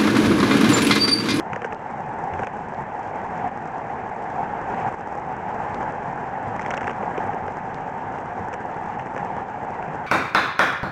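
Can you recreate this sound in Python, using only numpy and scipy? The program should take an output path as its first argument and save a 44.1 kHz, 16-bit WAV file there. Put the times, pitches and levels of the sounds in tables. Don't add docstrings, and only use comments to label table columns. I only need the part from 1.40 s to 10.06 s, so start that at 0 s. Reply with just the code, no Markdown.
import sys
import numpy as np
from scipy import signal
from scipy.fft import rfft, irfft, next_fast_len
from scipy.io import wavfile
from scipy.ndimage import uniform_filter1d, map_coordinates

SR = 44100
rng = np.random.default_rng(int(sys.argv[2]) if len(sys.argv) > 2 else 0)


def log_audio(samples):
    frames = np.atleast_2d(samples).T
    limited = np.clip(frames, -1, 1)
    pcm = np.round(limited * 32767).astype(np.int16)
    wavfile.write(sys.argv[1], SR, pcm)


def amplitude_ratio(level_db):
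    exponent = np.asarray(level_db, float) / 20
    return 10 ** exponent


N = 382112

# f/Hz, width/Hz, level/dB
TREAD_MODES = [(724.5, 158, 0), (906, 225, -0.5)]
# f/Hz, width/Hz, level/dB
CAVITY_MODES = [(5470, 2730, 6.5), (7500, 6600, 2)]


def unit(x):
    return x / np.sqrt(np.mean(x ** 2) + 1e-20)


def along(points):
    f, db = np.transpose(points)
    return lambda hz: amplitude_ratio(np.interp(np.log(hz + 1), np.log(f + 1), db, -120, -120))


def modes(table, order=1):
    def response(hz):
        total = 0
        for k, (centre, width, db) in enumerate(table):
            damping = 1j * hz * width
            total = total + (-1) ** k * amplitude_ratio(db) * damping / (centre * centre - hz * hz + damping)
        return total ** order
    return response


def filtered(x, response):
    m = next_fast_len(N + SR // 2)
    return irfft(rfft(x, m) * response(np.fft.rfftfreq(m, 1 / SR)), m)[:N]


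def struck(blows, response):
    unit_blow = np.eye(1, N)[0]
    return filtered(blows, response) / np.abs(filtered(unit_blow, response)).max()


def wobble(rate):
    return map_coordinates(rng.standard_normal(N // 100), [np.arange(N) * rate / SR])


def rush(response, patchy_db):
    z = signal.stft(rng.standard_normal(N + 512), nperseg=512)[2]
    field = uniform_filter1d(rng.standard_normal(z.shape), size=5, axis=0)
    field = uniform_filter1d(field, size=8, axis=1)
    noise = signal.istft(z * amplitude_ratio(patchy_db * unit(field)), nperseg=512)[1][:N]
    return unit(filtered(noise, response))


def road():
    # t/s, roar level/dB
    road_work = [(0, -38), (.35, -38), (.95, -37), (1.5, -38), (2.05, -35.5), (2.6, -37), (3.0, -37),
                 (3.2, -36.5), (3.46, -33), (4.0, -36.5), (4.4, -34), (4.899, -36.5), (5.15, -36),
                 (5.75, -34), (6.2, -37), (7.0, -38), (7.9, -35.5), (8.66, -37)]
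    # t/s, drone swell/dB, floor pan swell/dB
    patches = [(.12, 4.5, 7), (.77, 3, 0.5), (.86, 3.5, 0), (1.01, 6, 5), (1.25, -1, 4), (1.4, 4, 4),
               (2.06, 4, 6.5), (2.75, -1, -5), (2.85, 4.5, -2), (3.01, 7.5, 4.5), (3.47, 5.5, 3.5),
               (3.62, -3, 5), (3.75, 1, -3), (4.08, 5.5, 3), (4.22, -0.5, 1), (4.68, 5, 5), (4.99, 0, -2),
               (5.07, 3, 7), (5.33, -3, 4), (5.45, 3.5, 7), (5.9, 1.5, 2.5), (5.975, 2.5, 0),
               (6.05, 4, 5.5), (6.25, 1, 3.5), (6.39, 2.5, 3), (6.7, 2, 3.5), (7.02, -0.5, 5),
               (7.81, -1, 5), (8.0, 2.5, 0)]
    # f/Hz, level/dB
    roar_spectrum = [(200, -44.5), (300, -5.5), (450, -1), (600, -2), (1000, -3), (1300, -8.5), (1650, -6),
                     (2000, -12.5), (2600, -21.5), (3200, -31.5), (4200, -52.5)]
    # f/Hz, level/dB
    pan_spectrum = [(15, -10), (45, -11.5), (70, -7.5), (100, -1), (170, 1), (260, 0.5), (300, -12),
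                    (380, -23)]
    # f/Hz, level/dB
    hiss_spectrum = [(3000, -4.5), (3600, -5.5), (4200, -8), (5000, -6.5), (5600, -5), (6500, -5),
                     (7500, -7.5), (8500, -14.5), (9300, -17), (9900, -41.5)]
    patch_s = 0.019

    t = np.arange(N) / SR
    s, db = np.transpose(road_work)
    roar_db = np.interp(t, s, db)
    mean_db = roar_db.mean()
    swing_db = roar_db - mean_db
    drone_swell, pan_swell = sum(
        np.outer(swells, np.exp(-.5 * ((t - at) / patch_s) ** 2)) for at, *swells in patches)

    drone_db = mean_db + 6.5 + 0.9 * swing_db + drone_swell
    pan_db = mean_db - 2 + 0.89 * swing_db + pan_swell
    hiss_db = mean_db - 30 + 0.98 * swing_db + .3 * pan_swell

    shake = wobble(40)
    roar = amplitude_ratio(roar_db + 0.23 * pan_swell + 3.0 + .5 * shake) * rush(along(roar_spectrum), patchy_db=1.32)
    drone = amplitude_ratio(drone_db - 1.12 + .5 * shake) * rush(modes(TREAD_MODES, order=2), patchy_db=-0.17)
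    pan = amplitude_ratio(pan_db - 0.5 + 0.2 * shake) * rush(along(pan_spectrum), patchy_db=-0.5)
    hiss = amplitude_ratio(hiss_db + 1.57 + 1.5 * shake) * rush(along(hiss_spectrum), patchy_db=-0.1)
    return roar + drone + pan + hiss, roar_db


def rattle():
    # t/s, shell peak level/dB, then above it bright edge/dB, cavity/dB, bracket/dB
    strikes = [(0.0034, -27, -10, -17, -4), (0.1305, -19.5, -11, -24, -8.5), (0.159, -20, -12, -23, -6),
               (0.217, -21, -8, -27, -10), (0.2431, -20, -13, -27, -8), (0.247, -23.5, -5, -20, -2),
               (0.3226, -21.5, -23, -32, -6.5), (0.935, -31, 4.5, -19, -20), (0.9913, -23, -6, -27, 1),
               (1.0321, -21.5, -6, -27, -13), (1.068, -24, -1, -19.5, -2), (2.075, -32, -16, -18, -9),
               (3.4824, -34, -19.5, -20, 1), (5.6273, -28, -3, -27, 4), (5.7765, -22, -2, -24, 2.5),
               (5.9319, -26.5, -17, -25.5, 3), (6.0783, -26.5, -9, -23, 2), (6.783, -30, -6, -21, 1),
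               (7.128, -26, -5, -21, -3), (7.138, -26.5, -1, -14, -10), (7.5933, -25, -7, -23, -4),
               (7.7611, -29, -5, -19.5, 1), (7.776, -25.5, 0, -17, -4), (8.4242, -25, -9, -30, -20)]
    # t/s, shell peak level/dB, then above it bright edge/dB,
    # cavity/dB
    further_strikes = [(1.0437, -32, -4, -14), (5.161, -31, -4, -31), (5.1927, -21.5, -10, -24),
                       (5.21, -28, -22, -17), (5.217, -26.5, -4, -15), (5.227, -31, -3, -20), (5.247, -26.5, -8, -26),
                       (5.2606, -25, 0, -19), (5.3039, -22, -7, -13), (5.3096, -22, 4, -24), (5.3365, -20.5, 0, -21),
                       (5.368, -27, 0, -10.5), (5.3744, -21, 1, -18.5), (5.4076, -25, -6, -21),
                       (5.4139, -31, -2, -17), (5.429, -26.5, -10, -20), (5.4412, -24.5, -1, -24),
                       (5.4695, -23, -6, -20), (5.476, -19.5, -4, -23.5), (5.494, -20, -5, -27),
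                       (5.504, -24.5, -4, -25), (5.511, -27, -10, -24), (5.53, -35.5, -10, -18),
                       (7.134, -29, -4, -18), (7.211, -34, -6, -20), (7.6666, -29, -13, -28)]
    # f/Hz, width/Hz, level/dB
    shell_modes = [(915, 177, 3), (1626, 860, 5), (2720, 1710, -3)]
    # f/Hz, width/Hz, level/dB
    bracket_modes = [(470, 280, 0)]
    chatter_ms, cavity_extra_ms = 21, 13
    cavity_rise_s, lead_s = 0.0026, .0022
    common_bracket_db = -6.5

    shell, edge, cavity, bracket = np.zeros((4, N + SR))
    t = np.arange(2048) / SR
    for s, db, edge_db, cavity_db, knock_db in strikes + [(*row, common_bracket_db) for row in further_strikes]:
        envelope = amplitude_ratio(-60e3 * t / chatter_ms) * np.minimum(t / .0015 + 0.61, 1)
        chatter = envelope * rng.standard_normal((4, len(t)))
        chatter[1] *= np.minimum(t / cavity_rise_s, 1) * amplitude_ratio(-60e3 * t / cavity_extra_ms / 2)
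        chatter *= amplitude_ratio(db) / np.linalg.norm(chatter, axis=1, keepdims=True)
        start, late = round((s + .0006) * SR), round((s + .002) * SR)
        shell[start:][:len(t)] += chatter[0] * amplitude_ratio(1.5)
        edge[start:][:len(t)] += chatter[3] * amplitude_ratio(edge_db + 0.5)
        cavity[start:][:len(t)] += chatter[1] * amplitude_ratio(cavity_db + 6)
        bracket[late:][:len(t)] += chatter[2] * amplitude_ratio(knock_db + 4.5)
        blow = round((s + lead_s) * SR)
        shell[blow] += amplitude_ratio(db + 3)
        edge[blow] += amplitude_ratio(db + edge_db)
        cavity[blow] += amplitude_ratio(db + cavity_db)

    def wall(hz):
        return modes(shell_modes, order=2)(hz) / (1 + 1j * hz / 3000 * 1.08 - (hz / 3100) ** 2) ** 2

    def sharp(hz):
        highpass = (1j * hz / (1j * hz + 2800)) ** 4
        return wall(hz) * highpass / (1 + 1j * hz / 3600 - (hz / 3300) ** 2)

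    housing = struck(shell[:N], wall) + struck(edge[:N], sharp)
    inside = struck(cavity[:N], modes(CAVITY_MODES, order=3))
    return inside + housing + struck(bracket[:N], modes(bracket_modes, order=3))


def ticks(roar_db, rate, spread_db):
    # t/s, peak level/dB, push above it/dB
    clear_ticks = [(0.2601, -45.5, 17.5), (0.3304, -42.5, 26.5), (0.6619, -50, 22), (0.84, -42, 21.5),
                   (1.0212, -43.5, 23), (1.1676, -46.5, 30.5), (1.2928, -47.5, 24), (1.421, -46.5, 18),
                   (1.5929, -45.5, 28), (1.6302, -48, 22), (2.2554, -45, 31.5), (2.274, -46.5, 23),
                   (2.8397, -49, 24), (3.493, -46, 23), (3.516, -50.5, 30), (3.5244, -46.5, 22.5),
                   (3.5403, -48, 29.5), (3.685, -51, 25), (3.7742, -47, 28), (3.797, -47.5, 17),
                   (5.081, -44, 15), (5.1636, -41.5, 29.5), (5.7414, -47.5, 24), (5.8401, -43.5, 31),
                   (6.1694, -43, 30), (6.1848, -49, 28), (7.0843, -43, 28), (7.4604, -46.5, 30),
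                   (7.4869, -49, 19), (7.848, -42.5, 18)]
    size = np.minimum(rng.exponential(size=N), 3)
    click = (rng.random(N) < rate / SR) * amplitude_ratio(roar_db - 20.5 + spread_db * size)
    push = click * amplitude_ratio(25)
    s, db, push_db = np.transpose(clear_ticks)
    at = np.round((s + .0012) * SR).astype(int)
    click[at] = amplitude_ratio(db + 3)
    push[at] = amplitude_ratio(db + push_db - 2.5)
    sign = np.sign(rng.standard_normal(N))
    thin = rng.random(N) < .35
    click = np.roll(click * sign, -8)

    def soft(hz):
        return np.exp(-(hz / 1200) ** 2) * hz / (hz + 150)

    full_clicks = struck(click * ~thin, modes(CAVITY_MODES, order=2))
    thin_clicks = struck(click * thin, modes(CAVITY_MODES[1:], order=3))
    return full_clicks + thin_clicks + struck(push * sign, soft)


def gain_control():
    # t/s, drop/dB
    setbacks = [(0.028, 3), (.335, 2), (1.04, 4.5), (1.081, -0.5), (1.44, 1), (2.09, 5), (3.03, -1.5),
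                (3.488, 5), (3.545, 5), (4.51, 3.5), (5.383, 4), (5.51, 0), (5.985, 4), (7.15, 1.5),
                (7.63, 3.5), (8.03, 3.5)]
    step_s, recover_s = .008, 0.21
    t = np.arange(N) / SR
    drop_db = 0
    for s, db in setbacks:
        drop_db = drop_db + db * np.clip((t - s) / step_s, 0, 1) * np.exp(-np.abs(t - s) / recover_s)
    return amplitude_ratio(-drop_db)


def slips():
    gap_steps = [
        -45,
        -48,
        -55,
        -48,
        -38,
        -36.5,
        -39.5,
        -49.6,
        -50,
    ]
    first_s, every_s, drain_s = .347, .99963, 0.00028
    out, t = np.zeros(N + SR), np.arange(512) / SR
    for k, db in enumerate(gap_steps):
        start = round((first_s + k * every_s) * SR)
        out[start:][:len(t)] += amplitude_ratio(db + 18) * np.exp(-t / drain_s)
    return filtered(out[:N], lambda hz: 1 / (1 + (hz / 8000) ** 4))


def bumps():
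    # t/s, peak level/dB, f/Hz
    wheel_bumps = [(0.631, -19, 143), (1.381, -21, 141), (2.067, -39, 200), (5.065, -18, 107.4),
                   (5.593, -19, 206), (6.146, -41, 180), (6.717, -43, 143), (7.579, -19, 132),
                   (8.471, -20, 149), (0.917, -18, 88.8), (5.07, -32, 106), (5.83, -21, 96.9),
                   (6.022, -22.5, 92), (6.639, -24, 98), (6.984, -19.5, 95)]
    t60_s, rise_s = 0.2, 0.024
    out, t = np.zeros(N + SR), np.arange(SR // 4) / SR
    for s, db, hz in wheel_bumps:
        envelope = amplitude_ratio(db - 3.5 - 60 * t / t60_s) * (1 - np.exp(-t / rise_s))
        out[round(s * SR):][:len(t)] += envelope * np.sin(2 * np.pi * hz * t)
    return out[:N]


def joints():
    # t/s, peak level/dB
    joint_blows = [(0.837, -12.5), (0.958, -18), (1.738, -24), (2.041, -17), (2.357, -15), (2.763, -18),
                   (3.135, -18), (3.337, -12), (3.446, -12), (3.986, -22), (4.728, -22), (5.609, -15.5),
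                   (5.677, -14), (5.892, -16), (7.251, -14), (7.576, -17), (7.828, -12.5), (8.36, -21)]
    s, db = np.transpose(joint_blows)
    blows = np.zeros(N)
    blows[np.round((s - .001) * SR).astype(int)] = amplitude_ratio(db - 3.0)
    return struck(blows, modes(TREAD_MODES, order=2))


def scene():
    noise, roar_db = road()
    steady = noise * gain_control()
    knocks = rattle() + ticks(roar_db, rate=80, spread_db=4.5) + bumps() + joints()
    return (steady + knocks)[None]


def roll_off(x):
    return signal.sosfilt(signal.butter(12, 9900, fs=SR, output="sos"), x)


def record(dry):
    band_limit = lambda hz: 1 / np.sqrt(1 + (hz / 8700) ** 30)
    mix = filtered(dry[0] + slips(), band_limit)[None]
    return roll_off(mix)


dry = scene()
out = record(dry)
log_audio(out)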